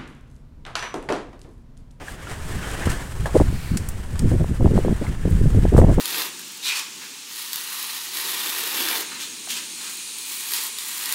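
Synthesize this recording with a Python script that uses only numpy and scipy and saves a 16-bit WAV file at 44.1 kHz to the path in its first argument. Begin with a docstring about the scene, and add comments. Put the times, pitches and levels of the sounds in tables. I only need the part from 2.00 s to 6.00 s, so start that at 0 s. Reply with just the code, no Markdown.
"""Strong wind in a garden at night. A gust rushes through the leaves, then eddies buffet the microphone
harder and harder until it overloads. A tarp on a metal frame swishes as its folds rub, drags with a
thin hiss, snaps taut and knocks on the poles, which ring briefly."""
import sys
import numpy as np
from scipy import signal
from scipy.fft import rfft, irfft, next_fast_len
from scipy.io import wavfile
from scipy.ndimage import uniform_filter1d

SR = 44100
rng = np.random.default_rng(int(sys.argv[2]) if len(sys.argv) > 2 else 0)


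def generate_wav(signal):
    """Clip the signal to [-1, 1] and save it as 16-bit WAV at the path in sys.argv[1]."""
    frames = np.transpose(np.atleast_2d(signal))
    scaled = np.clip(frames, -1, 1) * 32767
    pcm = np.round(scaled).astype(np.int16)
    wavfile.write(sys.argv[1], SR, pcm)


N = 176400

# wind rumble on the microphone (time [s], level [dB])
RUMBLE_CURVE = [(0, -66), (.24, -41), (.5, -26), (.7, -38), (.84, -42), (.89, -20), (.96, -31),
                (1.09, -34.5), (1.21, -21), (1.29, -28.5), (1.4, -16), (1.66, -29), (1.74, -23.5),
                (2.08, -30), (2.26, -15.5), (2.56, -24.5), (2.65, -14), (3, -25.5), (3.2, -24.5),
                (3.33, -16), (3.73, -14.5), (3.8, -6), (3.87, -15), (4, -14)]
# (frequency [Hz], density [dB])
RUMBLE_SPECTRUM = [(10, 2.5), (22, -7.5), (35, 0.5), (60, -4), (100, -6.5), (160, -12), (260, -23.5),
                   (500, -33), (1200, -120)]
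# wind in the leaves (time [s], rush level [dB], hiss level [dB])
FOLIAGE_CURVES = [(0, -37, -52), (.1, -40.5, -41), (.18, -40.5, -50), (.3, -36, -44.5), (.44, -39.5, -42),
                  (.51, -37, -38.5), (.62, -34, -41), (.71, -31.5, -36.5), (.82, -31, -38.5),
                  (.9, -28.5, -37), (1.0, -34, -40.5), (1.09, -44, -41), (1.35, -40.5, -44),
                  (1.7, -41.5, -44), (1.86, -43, -45.5), (2.57, -44, -45.5), (2.8, -39, -42.5),
                  (3.2, -42, -47), (3.45, -42, -42.5), (3.72, -41, -44), (4, -40, -46)]
# mass of leaves (frequency [Hz], density [dB])
RUSH_SPECTRUM = [(60, 14.5), (200, 5), (450, 0.5), (750, -2), (1150, -3.5), (1750, 0.5), (2400, -8.5),
                 (3200, -8), (4000, -17.5), (7000, -18), (16000, -68)]
# near leaves (frequency [Hz], density [dB])
HISS_SPECTRUM = [(1000, 8.5), (3000, 1.5), (4500, -1.5), (6300, -1.5), (8300, 3), (10000, -2),
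                 (11500, -5.5), (14000, -8.5), (16000, -12)]
# knocks on the frame (time [s], level [dB], relative thud level [dB], pitch [ratio])
POLE_KNOCKS = [(0.0822, -26.5, -26, .98), (.27, -31, -19, .8), (1.2569, -22.5, -1, 0.98),
               (1.377, -36, -12, 1.2), (3.066, -32.5, -29, 1.22)]
# pole ring (frequency [Hz], level [dB], T60 [s])
POLE_MODES = [(780, -25, 0.099), (1246, -19, 0.1), (1700, -1.5, 0.048), (1764, 2.5, 0.021),
              (3350, -17, 0.051)]
# dull part of a knock (frequency [Hz], density [dB])
THUD_SPECTRUM = [(150, -9), (550, 10), (1000, 10), (1900, -6), (2400, -11), (3300, -9), (5000, -16),
                 (8500, -14), (16000, -28)]
# tarp slides and billows (peak time [s], rise [s], decay [s], level [dB], tilt [dB/octave])
TARP_SWISHES = [(0.318, 0.027, 0.029, -34, -1.5), (0.858, 0.0024, 0.012, -29, 0.3),
                (.901, 0.01, 0.036, -30, 0), (1.376, 0.052, 0.093, -35.5, -0.2),
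                (2.158, 0.0048, 0.008, -37, -2.5), (2.304, 0.041, 0.079, -42, 0),
                (2.77, 0.035, 0.034, -38.5, -1.5), (3.05, 0.033, 0.011, -35.5, -3),
                (3.31, 0.021, 0.0071, -43.5, 7), (3.785, 0.017, 0.025, -35, 2.5),
                (3.939, 0.032, 0.017, -37.5, -1)]
# rubbing folds (frequency [Hz], density [dB])
CLOTH_SPECTRUM = [(150, -4), (500, 4), (1800, 4.5), (2600, -1.5), (4500, -4.5), (6500, -5), (8300, 0.5),
                  (11000, -9.5), (16000, -17)]
# eddy bursts on the microphone (start [s], length [s], level [dB], low edge [Hz], top edge [Hz])
EDDY_BURSTS = [(0.556, 0.043, -28.5, 80, 246), (0.857, 0.039, -19, 54.4, 357), (1.344, 0.03, -16, 273, 730),
               (1.4, 0.023, -11.5, 70.4, 710), (1.429, 0.14, -24.5, 85, 240),
               (1.712, 0.079, -21.5, 107, 220), (2.22, 0.063, -17.5, 88, 367),
               (2.308, 0.059, -16.5, 76, 490), (2.397, 0.035, -15, 65, 480), (2.494, 0.033, -19.5, 68, 280),
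               (2.598, 0.032, -16, 92, 446), (2.642, 0.0395, -12.5, 55, 465), (2.688, 0.034, -19, 130, 487),
               (2.729, 0.079, -16.5, 121, 480), (2.84, 0.092, -18, 105, 437), (3.013, 0.023, -23, 152, 444),
               (3.08, 0.044, -22.5, 87, 300), (3.251, 0.034, -18.5, 108, 390),
               (3.311, 0.056, -17.5, 65, 203), (3.406, 0.084, -15, 112, 179), (3.546, 0.055, -15, 60, 364),
               (3.63, 0.038, -15.5, 55, 414), (3.72, 0.041, -14.5, 121, 540), (3.776, 0.026, -8, 69.6, 940),
               (3.812, 0.04, -12, 69.6, 720), (3.867, 0.066, -14, 61, 706), (3.975, 0.11, -11, 114, 577)]
# single hard eddies (time [s], peak [dB], centre [Hz])
EDDY_SLAPS = [(0.872, -11.5, 356), (1.356, -8, 460), (1.3667, -1, 477), (1.4013, -6, 630), (1.414, -9, 447),
              (1.528, -18.5, 264), (2.317, -13.5, 370), (2.408, -14, 325), (2.4447, -14.5, 486),
              (2.609, -14, 466), (2.659, -8, 560), (2.677, -13, 450), (2.7782, -8, 576), (2.789, -7.5, 375),
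              (2.849, -10, 403), (2.883, -11, 496), (2.915, -17, 347), (3.255, -13, 370), (3.277, -21, 380),
              (3.414, -11, 240), (3.458, -12, 284), (3.548, -13.5, 326), (3.654, -6.5, 437),
              (3.74, -14, 480), (3.766, -9.5, 720), (3.7801, -9, 940), (3.79, -1.5, 464), (3.817, -5, 780),
              (3.847, -4.5, 330), (3.985, -10, 520)]
# tarp snaps taut (time [s], level [dB], band centre [Hz], decay [s])
TARP_SNAPS = [(0.901, -29.5, 7800, 0.0041), (1.771, -22, 6400, 0.006), (1.8872, -23.5, 12700, 0.0035),
              (2.1924, -22.5, 6200, 0.0027), (3.9432, -36, 12200, .0035)]
# cracking crease (frequency [Hz], density [dB])
CRACK_SPECTRUM = [(300, 17), (2000, 17), (3500, -0.5), (5000, 2.5), (6500, 3.5), (8200, 7), (11000, -3),
                  (16000, -3)]
# weave on the frame (frequency [Hz], density [dB])
DRAG_SPECTRUM = [(1500, -15), (2300, 7), (3300, -5), (4250, 4), (5600, -6), (13500, -7), (16000, -10)]


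def amp(db):
    """Decibels to gain."""
    return 10 ** (np.asarray(db) / 20)


def unit(x):
    """Scales to rms 1."""
    return x / np.sqrt(np.mean(x ** 2) + 1e-20)


def spectrum_db(spectrum, hz):
    """Interpolates a spectrum on a log-frequency axis."""
    points_hz, db = np.transpose(spectrum)
    return np.interp(np.log(hz + 1), np.log(points_hz), db)


def colour(x, db_of_hz):
    """Filters by a function from Hz to dB; output rms 1."""
    size = next_fast_len(2 * len(x))
    gain = amp(db_of_hz(np.fft.rfftfreq(size, 1 / SR) + 1))
    return unit(irfft(rfft(x, size) * gain, size)[:len(x)])


def noise(spectrum, size):
    """Noise of rms 1 with the given spectrum."""
    return colour(rng.standard_normal(size), lambda f: spectrum_db(spectrum, f))


def wander(cutoff_hz, size):
    """Low-passed random drift of rms 1."""
    rolloff = 1 + (np.fft.rfftfreq(size, 1 / SR) / cutoff_hz) ** 4
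    return unit(irfft(rfft(rng.standard_normal(size)) / rolloff, size))


def level(curve, column):
    """One dB column of a curve as gain per sample."""
    rows = np.array(curve)
    return amp(np.interp(np.arange(N) / SR, rows[:, 0], rows[:, column]))


def add(mix, start_s, sound):
    """Mixes a sound in, cropped to the mix."""
    at = round(start_s * SR)
    part = mix[max(at, 0):max(at + len(sound), 0)]
    part += sound[max(-at, 0):][:len(part)]


def rumble(gain_db=-1, lump_db=1, lump_hz=14):
    """Large, slow eddies press on the microphone."""
    air = noise(RUMBLE_SPECTRUM, N)
    air /= np.sqrt(uniform_filter1d(air ** 2, size=3000) + 1e-6)  # flatten the envelope
    return air * level(RUMBLE_CURVE, column=1) * amp(gain_db + lump_db * wander(lump_hz, N))


def leaf_rush(flutter, gain_db=2, flutter_db=1.1, patch_db=2.0):
    """Many leaves merge into a broad rush, uneven in time and frequency."""
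    bins = signal.stft(rng.standard_normal(N), nperseg=512)[2]
    patches = uniform_filter1d(rng.standard_normal(bins.shape), size=6, axis=0)
    patches = unit(uniform_filter1d(patches, size=5, axis=1))
    air = signal.istft(bins * amp(patch_db * patches), nperseg=512)[1][:N]
    rush = colour(air, lambda f: spectrum_db(RUSH_SPECTRUM, f))
    return rush * amp(gain_db + flutter_db * flutter) * level(FOLIAGE_CURVES, column=1)


def leaf_hiss(flutter, flutter_db=1.2, ticks_per_s=450, tick_db=-13.5, spread_db=10.5, tick_s=0.00023):
    """Near leaves hiss and tick."""
    ticks = (rng.random(N) < ticks_per_s / SR) * amp(spread_db * np.minimum(rng.exponential(1, N), 4.5))
    tick_envelope = signal.lfilter([1], [1, -np.exp(-1 / (tick_s * SR))], ticks)
    scrape = amp(tick_db) * unit(tick_envelope * rng.standard_normal(N))
    hiss = colour(rng.standard_normal(N) + scrape, lambda f: spectrum_db(HISS_SPECTRUM, f))
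    return hiss * amp(flutter_db * flutter) * level(FOLIAGE_CURVES, column=2)


def pole_knocks(rise_s=0.0015, thud_decay_s=0.024):
    """Each damped pole rings at its own pitch over a dull thud."""
    out, t = np.zeros(N), np.arange(12000) / SR
    for start_s, db, thud_db, pitch in POLE_KNOCKS:
        ring = sum(amp(mode_db - 60 * t / t60_s) * np.sin(2 * np.pi * (pitch * hz * t + rng.random()))
                   for hz, mode_db, t60_s in POLE_MODES)
        thud = amp(thud_db) * noise(THUD_SPECTRUM, len(t)) * np.exp(-t / thud_decay_s)
        add(out, start_s, amp(db) * (ring + thud) * np.minimum(t / rise_s, 1))
    return out


def tarp_swishes(crinkle_db=2, crinkle_hz=220, pivot_hz=3000):
    """Folds rub over each other with a crinkly grain."""
    out, t = np.zeros(N), np.arange(-8192, 24576) / SR
    for peak_s, rise_s, decay_s, db, db_per_oct in TARP_SWISHES:
        grain = rng.standard_normal(len(t)) * amp(crinkle_db * wander(crinkle_hz, len(t)))
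        rub = colour(grain, lambda f: spectrum_db(CLOTH_SPECTRUM, f) + db_per_oct * np.log2(f / pivot_hz))
        envelope = np.exp(-np.where(t < 0, (t / rise_s) ** 2, t / decay_s))
        add(out, peak_s + t[0], amp(db) * rub * envelope)
    return out


def eddy_buffets(life_s=0.0078, spread_db=4.5, arch_power=0.29, top_order=3.8):
    """Bursts of intermittent turbulence; faster air brings smaller eddies and a higher spectrum."""
    out, t = np.zeros(N), np.arange(-2048, 14336) / SR
    for start_s, length_s, db, low_hz, top_hz in EDDY_BURSTS:
        def band_db(f):
            edges = (1 + (low_hz / f) ** 4) * (1 + (f / top_hz) ** (2 * top_order))
            return -20 * np.log10(f) - 10 * np.log10(edges)

        gate = np.maximum(t * (length_s - t), 0) ** arch_power
        eddies = rng.standard_normal(len(t)) * amp(spread_db * wander(1 / life_s, len(t))) * gate
        pressure = colour(eddies, band_db) * np.sqrt(length_s * SR / len(t))  # rms 1 over the burst
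        add(out, start_s + t[0], amp(db) * pressure)
    return out


def eddy_slaps(light_cycles=0.3, hoot_cycles=1.28):
    """A tight eddy crosses the microphone port: one pressure swing; the hardest make it hoot briefly."""
    out, t = np.zeros(N), np.arange(-512, 512) / SR
    for peak_s, db, hz in EDDY_SLAPS:
        half_width_cycles = light_cycles + hoot_cycles * amp(db) ** 4
        envelope = np.exp(-(t * hz / half_width_cycles) ** 2)
        add(out, peak_s + t[0], amp(db) * envelope * np.sin(2 * np.pi * (hz * t + rng.random())))
    return out


def tarp_snaps(half_band_oct=0.78, rise_s=0.00095, tail_db=-21.5, tail_s=0.035):
    """A crease cracks; the garden adds a short tail."""
    out, t = np.zeros(N), np.arange(8192) / SR
    for start_s, db, centre_hz, decay_s in TARP_SNAPS:
        def band_db(f):
            offset_oct = np.log2(f / centre_hz)
            return spectrum_db(CRACK_SPECTRUM, f) - 10 * np.log10(1 + (offset_oct / half_band_oct) ** 4)

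        crack = colour(rng.standard_normal(len(t)), band_db)
        envelope = np.exp(-t / decay_s) + amp(tail_db) * np.exp(-t / tail_s)
        add(out, start_s, amp(db) * crack * envelope * np.minimum(t / rise_s, 1))
    return out


def tarp_drag(peak_s=1.633, half_width_s=0.16, peak_db=-43.5):
    """Woven plastic hisses over the frame just before it snaps taut."""
    swell = np.exp(-((np.arange(N) / SR - peak_s) / half_width_s) ** 2)
    return amp(peak_db) * swell * noise(DRAG_SPECTRUM, N)


def scene():
    """Wind on the microphone, leaves and tarp; mono."""
    wind = rumble() + eddy_buffets() + eddy_slaps()
    flutter = wander(cutoff_hz=35, size=N)
    leaves = leaf_rush(flutter) + leaf_hiss(flutter)
    tarp = tarp_swishes() + tarp_drag() + tarp_snaps() + pole_knocks()
    return (wind + leaves + tarp)[None]


def record(dry, knee=0.6, cutoff_hz=16050):
    """Soft overload on the hardest eddies, then a low-pass."""
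    linear = np.clip(dry, -knee, knee)
    clipped = linear + (1 - knee) * np.tanh((dry - linear) / (1 - knee))
    lowpass = signal.firwin(401, cutoff_hz, window=("kaiser", 9), fs=SR)
    return signal.oaconvolve(clipped, lowpass[None], "same")


dry = scene()
out = record(dry)
generate_wav(out)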